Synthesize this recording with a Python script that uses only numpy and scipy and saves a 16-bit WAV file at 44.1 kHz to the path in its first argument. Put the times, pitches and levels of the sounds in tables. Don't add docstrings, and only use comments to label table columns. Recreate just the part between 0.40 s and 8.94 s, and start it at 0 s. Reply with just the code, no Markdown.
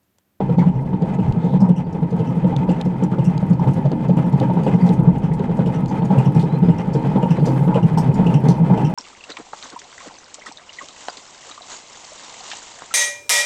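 import sys
import numpy as np
from scipy import signal
from scipy.fft import rfft, irfft, next_fast_len
from scipy.io import wavfile
from scipy.ndimage import uniform_filter1d

SR = 44100
rng = np.random.default_rng(int(sys.argv[2]) if len(sys.argv) > 2 else 0)


def master(y):
    cut = np.clip(np.atleast_2d(y).T, -1, 1)
    pcm = np.round(cut * 32767)
    wavfile.write(sys.argv[1], SR, pcm.astype(np.int16))


N = 376613


def amp(db):
    return 10 ** (np.asarray(db) / 20)


def unit(x):
    return x / np.sqrt(np.mean(x ** 2))


def add(out, s, x):
    i = max(int(s * SR), 0)
    out[i:i + len(x)] += x[:max(N - i, 0)]


def band(x, hz, width_hz):
    return signal.lfilter(*signal.iirpeak(min(hz, .45 * SR), hz / min(width_hz, .3 * SR), fs=SR), x)


def ring(x, modes):
    return sum((-1) ** k * amp(db) * band(band(x, hz, 1.26 * width), hz, 1.26 * width)
               for k, (hz, width, db) in enumerate(modes))


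def mode(x, hz, width_hz):
    return unit(ring(x, [(hz, width_hz, 0)]))


def loosen(modes, scatter_db, detune):
    return [(hz * (1 + detune * rng.standard_normal()), width, db + scatter_db * rng.standard_normal())
            for hz, width, db in modes]


def favour(modes, centre_hz, lift_db, octaves):
    return [(hz, width, db + lift_db * np.exp(-(np.log2(hz / centre_hz) / octaves) ** 2))
            for hz, width, db in modes]


def colour(x, points):
    hz, db = np.transpose(points)
    n = next_fast_len(len(x))
    f = np.maximum(np.arange(n // 2 + 1) * SR / n, 1)
    gain = amp(np.interp(np.log(f), np.log(hz), db)) * np.minimum(f / hz[0], 1) ** 2
    return irfft(rfft(x, n) * gain, n)[:len(x)]


def walk(rate_hz):
    hold = int(SR / rate_hz)
    steps = np.repeat(rng.standard_normal(N // hold + 1), hold)
    return unit(uniform_filter1d(uniform_filter1d(steps, hold), hold)[:N])


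def grains(n, per_s, spread_db):
    hardness_db = spread_db * np.minimum(rng.exponential(size=n), 4)
    return (rng.random(n) < per_s / SR) * rng.standard_normal(n) * amp(hardness_db)


def swell(t, rise_s, fall_s):
    return np.sin(np.pi / 2 * np.minimum(t / rise_s, 1)) ** 2 * np.exp(-np.maximum(t - rise_s, 0) / fall_s)


def chatter(events, body, rise_s, fall_s, per_s):
    out, t = np.zeros(N), np.arange(SR // 5) / SR
    for s, db, *pitch in events:
        force = grains(len(t), per_s, spread_db=1.2) * swell(t, rise_s, fall_s)
        add(out, s, amp(db) * unit(body(force, *pitch)))
    return out


def sing(events, width_hz, rise_s, fall_s):
    out, t = np.zeros(N), np.arange(SR // 8) / SR
    for s, db, hz in events:
        add(out, s, amp(db) * swell(t, rise_s, fall_s) * mode(rng.standard_normal(len(t)), hz, width_hz))
    return out


# t/s, level/dB
GUSTS = [(0.0, -38), (0.81, -42), (0.9, -30), (1.02, -42), (1.95, -47), (2.06, -39), (2.9, -47),
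         (2.97, -39), (3.61, -43), (4.4, -45), (4.59, -35), (5.2, -42), (6.18, -46), (6.25, -39),
         (6.6, -45), (7.6, -41), (7.75, -36), (8.1, -42), (8.54, -42)]


def wind(gain_db, gust_db):
    spectrum = [(20, -5.5), (45, -4.5), (80, -1), (110, 4), (220, -14), (1000, -73)]
    air = unit(colour(rng.standard_normal(N), spectrum))
    level_db = np.interp(np.arange(N) / SR, *np.transpose(GUSTS))
    return air * amp(gain_db + level_db + gust_db * walk(9.8))


# t/s, start f/Hz, rise/Hz, level/dB
WHISTLES = [(5.56, 4290, 60, -59.5), (6.085, 3860, 330, -53), (6.225, 4920, 160, -57),
            (6.53, 3960, 220, -58), (6.64, 4920, 160, -60.5), (6.93, 3880, 330, -56),
            (7.09, 4940, 100, -62), (7.37, 3930, 220, -61)]


def bird(length_s):
    out, progress = np.zeros(N), np.linspace(0, 1, int(length_s * SR))
    for s, start_hz, rise_hz, db in WHISTLES:
        hz = start_hz + rise_hz * progress + 35 * walk(350)[:len(progress)]
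        add(out, s, amp(db) * np.sin(np.pi * progress) * np.sin(2 * np.pi * np.cumsum(hz) / SR))
    return out * amp(3 * walk(90))


# t/s, length/s, level/dB, f/Hz, width/Hz
STALKS = [(0.97, 0.25, -57, 3620, 980), (4.38, 0.2, -61, 8050, 6030), (6.972, 0.38, -59.5, 8450, 9050)]


def grass():
    out = np.zeros(N)
    for s, length_s, db, hz, width_hz in STALKS:
        n = int(length_s * SR)
        contacts = grains(n, per_s=8000, spread_db=1.5)
        hiss = unit(band(band(contacts, hz, width_hz), hz, width_hz))
        add(out, s, amp(db) * signal.windows.tukey(n, .5) * hiss)
    return out


# t/s, level/dB, f/Hz
METAL_PEEPS = [(4.345, -70, 14480), (7.388, -72, 14420), (7.665, -74, 14420), (7.903, -67, 14400)]


def peeps():
    return sing(METAL_PEEPS, width_hz=220, rise_s=.012, fall_s=.012)


# t/s, level/dB, f/Hz
FLAKE_SNAPS = [(1.765, -58, 9000), (1.897, -57, 9500), (2.24, -59, 7000), (2.905, -58, 9500),
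               (3.066, -58, 9500), (3.412, -61, 10500), (3.865, -56, 9000), (3.897, -54, 9500),
               (4.05, -60, 9000), (4.085, -58, 9000), (4.60, -51, 8400), (4.632, -54, 8400),
               (5.405, -55, 9500), (5.552, -59, 10000), (5.846, -54, 9000), (5.919, -56, 10000),
               (6.187, -55, 10000), (6.22, -61, 10500), (6.595, -58, 9900), (6.785, -53, 9000),
               (8.003, -55, 9500), (8.04, -51, 7000)]


def snaps():
    flake = lambda force, hz: mode(force, hz, width_hz=5000)
    return chatter(FLAKE_SNAPS, flake, rise_s=.001, fall_s=.004, per_s=2500)


# t/s, level/dB, f/Hz
METAL_TICKS = [(0.621, -42, 4300), (0.924, -38.5, 3700), (2.164, -28.5, 3600), (2.4127, -28.5, 3500),
               (2.9783, -31.5, 4000), (3.517, -35.5, 4100), (3.9997, -31.5, 3770), (4.491, -32.5, 3750),
               (4.994, -41, 3750), (5.459, -36, 4170), (6.63, -46, 4230)]


def ticks(fall_s):
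    out, t = np.zeros(N), np.arange(SR // 50) / SR
    for s, db, hz in METAL_TICKS:
        snap = rng.standard_normal(len(t)) * np.exp(-t / fall_s)
        tick = mode(snap, hz, 900) + amp(-7) * mode(snap, 6200, 1300) + amp(-2.5) * mode(snap, 3150, 1040)
        add(out, s, amp(db) * tick)
    return out


# f/Hz, width/Hz, level/dB
METAL_MODES = [(2050, 160, -3), (2520, 180, 0), (2950, 200, 0), (3550, 600, -3), (4400, 500, 0),
               (5000, 400, -1), (5620, 400, 1), (6300, 400, -1), (7050, 600, -2), (7800, 550, -4),
               (8550, 600, -4), (9850, 550, -8), (10900, 900, -11), (13000, 2500, -18)]
# t/s, level/dB, f/Hz, decay/s
CLINKS = [(0.174, -41, 3300, 0.028), (.262, -55, 2850, 0.011), (.735, -52, 8000, 0.013),
          (.778, -57, 2900, .015), (1.039, -53, 7000, 0.028), (1.135, -60, 5000, .015),
          (1.199, -43, 5000, 0.026), (1.283, -52, 8500, 0.015), (1.52, -52.5, 5600, .012),
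          (1.70, -51.5, 4750, 0.014), (1.785, -49, 2700, 0.018), (2.062, -55, 10000, 0.014),
          (2.283, -43, 2900, 0.018), (2.309, -50.5, 7500, 0.0069), (2.445, -50, 5500, 0.022),
          (2.631, -41.5, 7500, 0.0066), (2.781, -53, 2900, .012), (2.838, -45.5, 8500, .019),
          (2.997, -57, 5500, 0.011), (3.092, -52, 8000, 0.009), (3.127, -49, 4000, 0.0088),
          (3.19, -53, 5000, 0.01), (3.272, -51, 8500, .03), (3.33, -48, 9450, 0.012),
          (3.446, -49, 3600, .02), (3.677, -48.5, 3600, .025), (3.763, -49.5, 10000, .03),
          (3.92, -49, 5000, 0.024), (4.225, -42.5, 3000, 0.024), (4.335, -49, 3100, .022),
          (4.456, -43, 4980, 0.028), (4.527, -48, 8500, 0.015), (4.778, -54, 9500, 0.0072),
          (4.93, -47, 7500, 0.018), (5.165, -53, 7000, .01), (5.26, -46.5, 2600, .018),
          (5.475, -42.5, 5600, 0.033), (5.642, -46.5, 7000, 0.017), (5.705, -46, 2400, 0.039),
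          (5.776, -46, 9000, 0.027), (5.942, -41.5, 2220, 0.041), (5.989, -36.5, 2900, 0.033),
          (6.019, -47, 5000, .018), (6.295, -52, 2580, .022), (6.469, -54, 2200, .016),
          (6.527, -40.5, 5500, 0.025), (6.99, -48, 2500, .022), (7.05, -34.5, 5400, 0.025),
          (7.571, -31.5, 6500, 0.02), (7.735, -41.5, 6500, 0.029), (8.079, -30.5, 4700, .024)]


def jingles():
    def metal(force, hz):
        modes = loosen(METAL_MODES, scatter_db=2, detune=.025)
        return ring(force, favour(modes, hz, lift_db=10, octaves=.7))
    return sum(chatter([(s, db, hz)], metal, rise_s=.008, fall_s=fall_s, per_s=2500)
               for s, db, hz, fall_s in CLINKS)


# t/s, level/dB, f/Hz
FLANGE_RASPS = [(.19, -36, 2080), (.215, -25.5, 910), (1.44, -61, 4630), (2.73, -36.5, 1290),
                (3.27, -36.5, 1300), (3.785, -37, 1280), (4.405, -50, 4700), (4.41, -42, 2000),
                (4.91, -44, 2050), (5.19, -42, 1340), (6.99, -54, 4600)]


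def flanges():
    return sing(FLANGE_RASPS, width_hz=260, rise_s=.008, fall_s=.022)


# f/Hz, width/Hz, level/dB
RUB_RESONANCES = [(2500, 160, 6), (2860, 290, 9), (4200, 700, -23), (5270, 1400, -13), (7700, 990, -14),
                  (10800, 1800, -23)]
SQUEAK_RESONANCES = [(2730, 170, 2), (3030, 220, -1.5), (5400, 480, -12.5), (5850, 520, -11),
                     (7800, 2400, -22)]
# t/s, boom/dB, knock/dB, rub/dB, squeak/dB, squeak delay/s
WHEEL_TURNS = [(-.262, -18, -26, -58, -56, .07), (0.27, -24, -27, -53, -55, 0.076),
               (0.792, -17.5, -26, -53, -51, 0.079), (1.291, -24, -25, -58, -41.5, 0.067),
               (1.797, -22, -22, -55, -44, 0.069), (2.29, -22, -36, -45, -54, 0.071),
               (2.781, -9, -28.5, -52, -39.5, 0.065), (3.271, -19, -20, -53, -55, 0.051),
               (3.766, -20, -21, -49.5, -48.5, 0.072), (4.26, -13, -31, -46, -50, 0.08),
               (4.75, -15.5, -18, -54.5, -44, 0.079), (5.255, -17.5, -24, -47.5, -42, 0.084),
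               (5.778, -12, -21, -41, -38.5, 0.071), (6.296, -21, -27, -49.5, -39.5, 0.082),
               (6.82, -20, -21, -44.5, -34, 0.081), (7.339, -11.5, -27, -39.5, -38, 0.084),
               (7.858, -10.5, -27, -38.5, -31.5, 0.078), (8.37, -18, -34, -44.5, -34, 0.074)]


def rub_and_squeak():
    rubs = [(s, db) for s, _, _, db, _, _ in WHEEL_TURNS if s > 0]
    squeaks = [(s + delay_s, db) for s, _, _, _, db, delay_s in WHEEL_TURNS if s > 0]
    rub_body = lambda force: ring(force, loosen(RUB_RESONANCES, scatter_db=2, detune=.018))
    squeak_body = lambda force: ring(force, loosen(SQUEAK_RESONANCES, scatter_db=1.5, detune=.018))
    rub = chatter(rubs, rub_body, rise_s=.007, fall_s=.026, per_s=2000)
    squeak = chatter(squeaks, squeak_body, rise_s=.007, fall_s=.023, per_s=3000)
    return amp(-6.5) * rub + amp(-14.8) * squeak


# f/Hz, width/Hz, level/dB
GRIT_BANDS = [(4440, 2100, -26.5), (6660, 7500, -30), (9000, 4000, -28.5)]


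def grit():
    flurry = amp(6 * np.clip(walk(55), -2, 1.7))
    return sum(amp(db) * mode(grains(N, per_s=2500, spread_db=2.2) * flurry, hz, width_hz)
               for hz, width_hz, db in GRIT_BANDS)


def scuffing(events, rise_s, fall_s):
    out, t = np.zeros(N), np.arange(SR // 5) / SR
    for s, db in events:
        add(out, s, amp(db) * swell(t, rise_s, fall_s))
    return out


# f/Hz, width/Hz, level/dB
DECK_MODES = [(133.8, 14.2, 0.5), (170.2, 28, -8), (192, 18, -2.5), (235, 159, -16.5)]
FRAME_MODES = [(240.3, 36.8, 8), (304.2, 2.9, -3.5), (343, 7.9, -7), (395, 35, -2), (448.4, 30, 0.5),
               (522.7, 48.6, -0.5), (628.4, 38, -5.5), (696.5, 63, -9), (806, 48, -1), (867, 63, -3.5),
               (902.4, 69, -1)]
WHEEL_MODES = [(1193, 27, -1.5), (1278, 10, 11.5), (1720, 120, -3), (1990, 130, -1.5), (2100, 60, 1.5),
               (2468, 240, -2), (2674, 29, -4), (2992, 60, -5.5)]
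# f/Hz, level/dB
RUST_SPECTRUM = [(600, 0), (1000, 5.5), (1300, 1.5), (1650, -1.5), (2080, -9), (2280, -6), (2500, -23.5),
                 (3100, -8.5), (3700, -16), (5500, -23), (8000, -25.5), (11000, -37.5), (13500, -45),
                 (15800, -61)]
# t/s, rumble/dB, grinding/dB
ROLL_LEVELS = [(0.0, -28, -43.5), (0.43, -27.5, -49.5), (1.14, -25, -44.5), (1.5, -30, -50),
               (1.97, -25.5, -45), (2.6, -27, -44.5), (3.14, -27.5, -45), (4.381, -22, -41),
               (4.92, -26, -45.5), (5.76, -23, -42), (6.25, -26, -44), (7.281, -23.5, -41.5),
               (7.52, -25.5, -39.5), (7.94, -20.5, -41), (8.54, -23, -41)]


def rolling(scuff):
    s, *levels_db = np.transpose(ROLL_LEVELS)
    rumble, grinding = (amp(np.interp(np.arange(N) / SR, s, db)) for db in levels_db)
    rumble = np.hypot(amp(4) * rumble, amp(3) * scuff)
    grinding = np.hypot(amp(-1.5) * grinding, amp(-26) * scuff)
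    load = walk(45)
    deck = amp(-1.5) * unit(ring(rng.standard_normal(N), DECK_MODES))
    bumps = grains(N, per_s=4000, spread_db=1.6) * amp(1.8 * load)
    frame = amp(-8.8) * unit(ring(bumps, FRAME_MODES))
    flakes = grains(N, per_s=7000, spread_db=1.9) * amp(3 * load)
    rust = amp(1.6) * unit(colour(flakes, RUST_SPECTRUM))
    pecks = grains(N, per_s=1500, spread_db=2.6) * amp(2.7 * load)
    wheel = amp(-4.5) * unit(ring(pecks, WHEEL_MODES))
    return (deck + frame) * rumble + (rust + wheel + grit()) * grinding


# f/Hz, width/Hz, level/dB
HOLLOW_MODES = [(865.7, 50, -1.5), (937.7, 60, 0.5)]


def hollow_ring(scuff):
    s, rumble_db, _ = np.transpose(ROLL_LEVELS)
    steady = amp(np.interp(np.arange(N) / SR, s, rumble_db) - 16)
    wheel = unit(ring(grains(N, per_s=1600, spread_db=.5), HOLLOW_MODES))
    return wheel * np.hypot(amp(-11) * scuff, steady)


# t/s, length/s, level/dB, f/Hz
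ROUGH_RAIL = [(1.193, 0.091, -30.5, 750), (3.192, 0.11, -31, 650), (4.081, 0.035, -31, 696),
              (4.583, 0.13, -32.5, 650), (5.701, .11, -27.5, 630), (6.741, 0.086, -28.5, 750),
              (6.825, 0.039, -29, 650), (7.057, 0.053, -32.5, 550), (7.264, 0.085, -28, 840),
              (7.338, 0.059, -24.5, 590), (7.567, 0.035, -29, 690), (7.785, 0.17, -31.5, 740),
              (8.291, .06, -26.5, 700), (8.372, 0.045, -29, 700)]


def scrapes(taper, wheel_db):
    def force(n):
        contacts = grains(n, per_s=2500, spread_db=.8) * signal.windows.tukey(n, taper)
        return np.pad(contacts, (0, SR // 30))
    out = np.zeros(N)
    for s, length_s, db, hz in ROUGH_RAIL:
        n = int(length_s * SR)
        drag = force(n)
        modes = loosen(FRAME_MODES + HOLLOW_MODES, scatter_db=2, detune=.02)
        frame = unit(ring(drag, favour(modes, hz, lift_db=10, octaves=.8)))
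        wheel = mode(force(n), hz=1250, width_hz=320)
        add(out, s, amp(db) * (frame + amp(wheel_db) * wheel))
    return out


# place/turn, boom/dB, knock/dB, scuff/dB, chance of low deck mode/0-1
WORN_SPOTS = [(.002, 4.5, -7, -4, .2), (.172, 7, -19.5, -4, .4), (.345, 5, -9, -15.5, .05),
              (0.48, 0, 0, -2, .05), (.662, -1, -15, -12, .15), (0.848, 5.5, -9.5, 0, .05)]
# t/s, boom/dB, knock/dB, boom f/Hz, knock f/Hz
WHEEL_JOLTS = [(0.003, -16.5, -22.5, 187.5, 820), (0.092, -14.5, -24, 172, 457),
               (0.182, -5.5, -23, 176.7, 870), (0.265, -5.5, -29, 179, 350),
               (0.529, -10.5, -27, 184.3, 496), (0.621, -10.5, -26, 169, 523), (0.785, -14, -27, 185, 476),
               (1.042, -11.5, -29, 177, 463), (1.135, -5.5, -28, 186, 507), (1.218, -2.5, -36, 187.5, 890),
               (1.289, -4.5, -26.5, 175.4, 485), (1.544, -15, -29.5, 163.6, 460),
               (1.625, -11.5, -30.5, 171, 450), (1.723, -11, -27.5, 174, 450),
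               (1.795, -9.5, -26.5, 170, 477), (1.965, -13, -33, 177, 448), (2.041, -7.5, -23.5, 182, 525),
               (2.125, -13.5, -28.5, 139, 860), (2.161, -16, -36, 140, 453), (2.288, -6.5, -24.5, 178, 500),
               (2.457, -9, -28.5, 183.3, 450), (2.622, -7.5, -24.5, 181, 470), (2.716, -14, -27, 171, 333),
               (2.782, -11, -26, 136, 520), (2.869, -5.5, -35, 179, 830), (2.955, -9, -37, 164.6, 450),
               (3.026, -12, -29, 189.5, 716), (3.106, -4, -31, 172, 346), (3.195, -9.5, -30, 169.7, 950),
               (3.27, -7, -23.5, 130, 940), (3.452, -10, -26.5, 142.4, 635), (3.514, -22, -24, 172, 440),
               (3.692, -5.5, -23, 178.2, 500), (3.771, -9, -24.5, 171, 540), (3.934, -7.5, -28.5, 145, 910),
               (4.01, -13, -20.5, 129, 540), (4.096, -12.5, -25, 175, 770), (4.17, -4.5, -26, 164.4, 450),
               (4.263, -12.5, -20, 147, 477), (4.338, -4.5, -31, 172.5, 900), (4.497, -7, -23.5, 177, 407),
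               (4.587, -6.5, -26.5, 168.7, 342), (4.674, -2, -28.5, 176.4, 440),
               (4.752, -14.5, -34, 158.4, 910), (4.835, -12, -39, 166, 450), (4.913, -12, -38, 161.7, 450),
               (4.998, -18, -27, 160.5, 406), (5.092, -12, -28.5, 175, 460), (5.189, -9, -23, 169, 510),
               (5.267, -11.5, -26, 176.2, 433), (5.357, -12, -33, 169, 460), (5.511, -23, -27, 190, 840),
               (5.618, -16, -26, 166, 540), (5.703, -11.5, -24.5, 187.5, 780), (5.866, -4.5, -28, 139, 930),
               (5.96, -3, -23.5, 164, 445), (6.032, -13, -28, 173, 447), (6.135, -9, -30.5, 165, 440),
               (6.225, -6.5, -23, 179, 420), (6.283, -4, -22.5, 166, 440), (6.548, -14, -21.5, 149, 435),
               (6.646, -14, -25, 136.7, 710), (6.682, -14.5, -34, 153.6, 450),
               (6.756, -11.5, -22, 196, 520), (6.831, -9.5, -23, 180, 490), (6.909, -6.5, -37, 169, 450),
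               (6.983, -12, -26, 144.7, 446), (7.023, -8.5, -30, 171, 450), (7.07, -34, -20.5, 146.5, 442),
               (7.155, -13.5, -34, 167.6, 880), (7.205, -11.5, -38, 140.5, 453),
               (7.273, -7.5, -23, 178, 450), (7.356, -8.5, -20.5, 180, 480), (7.432, -3.5, -30, 169, 440),
               (7.523, -8, -33, 158, 450), (7.573, -6, -21.5, 166.7, 950), (7.677, -7.5, -33, 161, 450),
               (7.788, -7.5, -24, 182, 875), (7.862, -8, -26, 171.7, 450), (7.945, -5.5, -37, 146, 453),
               (8.038, -8.5, -26, 153, 450), (8.087, -5.5, -23.5, 172, 420), (8.205, -6, -33, 167, 430),
               (8.299, -4, -25.5, 185, 520), (8.375, -15, -23, 126, 475), (8.44, -7.5, -37, 146.5, 450)]
DECK_LOW_HZ, DECK_HIGH_HZ = 134.24, 175.4


def jolts(scatter_s, scatter_db, spot_knock_hz):
    rows = [(s, boom_db, knock_db, knock_db - 2, boom_hz, knock_hz)
            for s, boom_db, knock_db, boom_hz, knock_hz in WHEEL_JOLTS]
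    listed_s = np.transpose(WHEEL_JOLTS)[0]
    turns_s = np.transpose(WHEEL_TURNS)[0]
    turns_s = np.append(turns_s, 2 * turns_s[-1] - turns_s[-2])
    for turn, (_, turn_boom_db, turn_knock_db, *_) in enumerate(WHEEL_TURNS):
        for place, boom_db, knock_db, scuff_db, low_chance in WORN_SPOTS:
            late, heavy, detune = rng.standard_normal(3)
            s = np.interp(turn + place, np.arange(len(turns_s)), turns_s) + scatter_s * late
            boom_hz = (DECK_LOW_HZ if rng.random() < low_chance else DECK_HIGH_HZ) * (1 + .018 * detune)
            if s > 0 and np.min(abs(listed_s - s)) > .045:
                rows.append((s, turn_boom_db + boom_db + scatter_db * heavy, turn_knock_db + knock_db,
                             turn_knock_db + scuff_db, boom_hz, spot_knock_hz))
    return np.array(rows)


def strike(t, modes, scatter_db):
    hz, width_hz, db = np.transpose(modes)[:, :, None]
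    share, detune, phase = rng.standard_normal((3, len(modes), 1))
    decay = amp(db + scatter_db * share) * np.exp(-np.pi * width_hz * t)
    return np.sum(decay * np.sin(2 * np.pi * (hz * (1 + .013 * detune) * t + phase)), axis=0)


def frame_knocks(events, rise_s, bounce_s, bounce_db):
    clunk, t = np.zeros(N), np.arange(SR // 8) / SR
    contact = swell(t, rise_s, np.inf)
    for s, db, hz in events:
        modes = favour(FRAME_MODES, hz, lift_db=13, octaves=.22)
        blows = np.zeros(len(t))
        for landing in range(3):
            lag = int(landing * bounce_s * rng.uniform(.7, 1.3) * SR)
            blow = unit(contact * strike(t, modes, scatter_db=5.5))
            blows[lag:] += amp(landing * bounce_db) * blow[:len(t) - lag]
        add(clunk, s, amp(db) * unit(blows))
    rust = lambda force: ring(force, [(1210, 460, 4), (3120, 1200, -7)])
    crunch = chatter([(s, db) for s, db, _ in events], rust, rise_s=.0047, fall_s=.013, per_s=5700)
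    return amp(-4) * clunk + amp(-31) * crunch


def deck_booms(events, lead_s, rise_s, fall_s, partner_db, roughness):
    out, t = np.zeros(N), np.arange(SR // 5) / SR
    drive = swell(t, rise_s, np.inf) * np.exp(-(np.maximum(t - rise_s, 0) / fall_s) ** 2)
    for s, db, hz in events:
        phase = rng.uniform(0, 2 * np.pi, 2)
        partner_hz = DECK_LOW_HZ if hz > (DECK_LOW_HZ + DECK_HIGH_HZ) / 2 else DECK_HIGH_HZ
        partner_hz *= 1 + .074 * rng.standard_normal()
        swing = np.sin(2 * np.pi * hz * t + phase[0])
        partner = amp(partner_db) * np.sin(2 * np.pi * partner_hz * t + phase[1])
        shake = roughness * mode(rng.standard_normal(len(t)), hz, width_hz=70)
        add(out, s - lead_s, amp(db) * drive * (swing + partner + shake))
    radiation = signal.butter(3, 96.4, "high", fs=SR, output="sos")
    return signal.sosfilt(radiation, out)


def scene():
    rows = jolts(scatter_s=.0025, scatter_db=3, spot_knock_hz=463)
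    s, boom_db, knock_db, scuff_db, boom_hz, knock_hz = rows.T
    deck = amp(-1) * deck_booms(zip(s, boom_db, boom_hz), lead_s=.016, rise_s=.023, fall_s=.033,
                                partner_db=-7.5, roughness=.27)
    frame = frame_knocks(list(zip(s, knock_db, knock_hz)), rise_s=.003, bounce_s=.009, bounce_db=-5.5)
    scuff = scuffing(zip(s, scuff_db), rise_s=.024, fall_s=.042)
    treads = rolling(scuff) + hollow_ring(scuff) + scrapes(taper=.37, wheel_db=-17.5)
    rattles = rub_and_squeak() + amp(-15) * jingles() + amp(-14.3) * ticks(fall_s=.0018)
    details = amp(-19) * snaps() + flanges() + peeps()
    background = grass() + bird(length_s=.105) + wind(gain_db=7.5, gust_db=1)
    return (deck + frame + treads + rattles + details + background)[None]


def record(dry):
    rounded = dry / (1 + (dry / .95) ** 4) ** .25
    return signal.sosfilt(signal.ellip(8, .2, 70, 15800, fs=SR, output="sos"), rounded)


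dry = scene()
out = record(dry)
master(out)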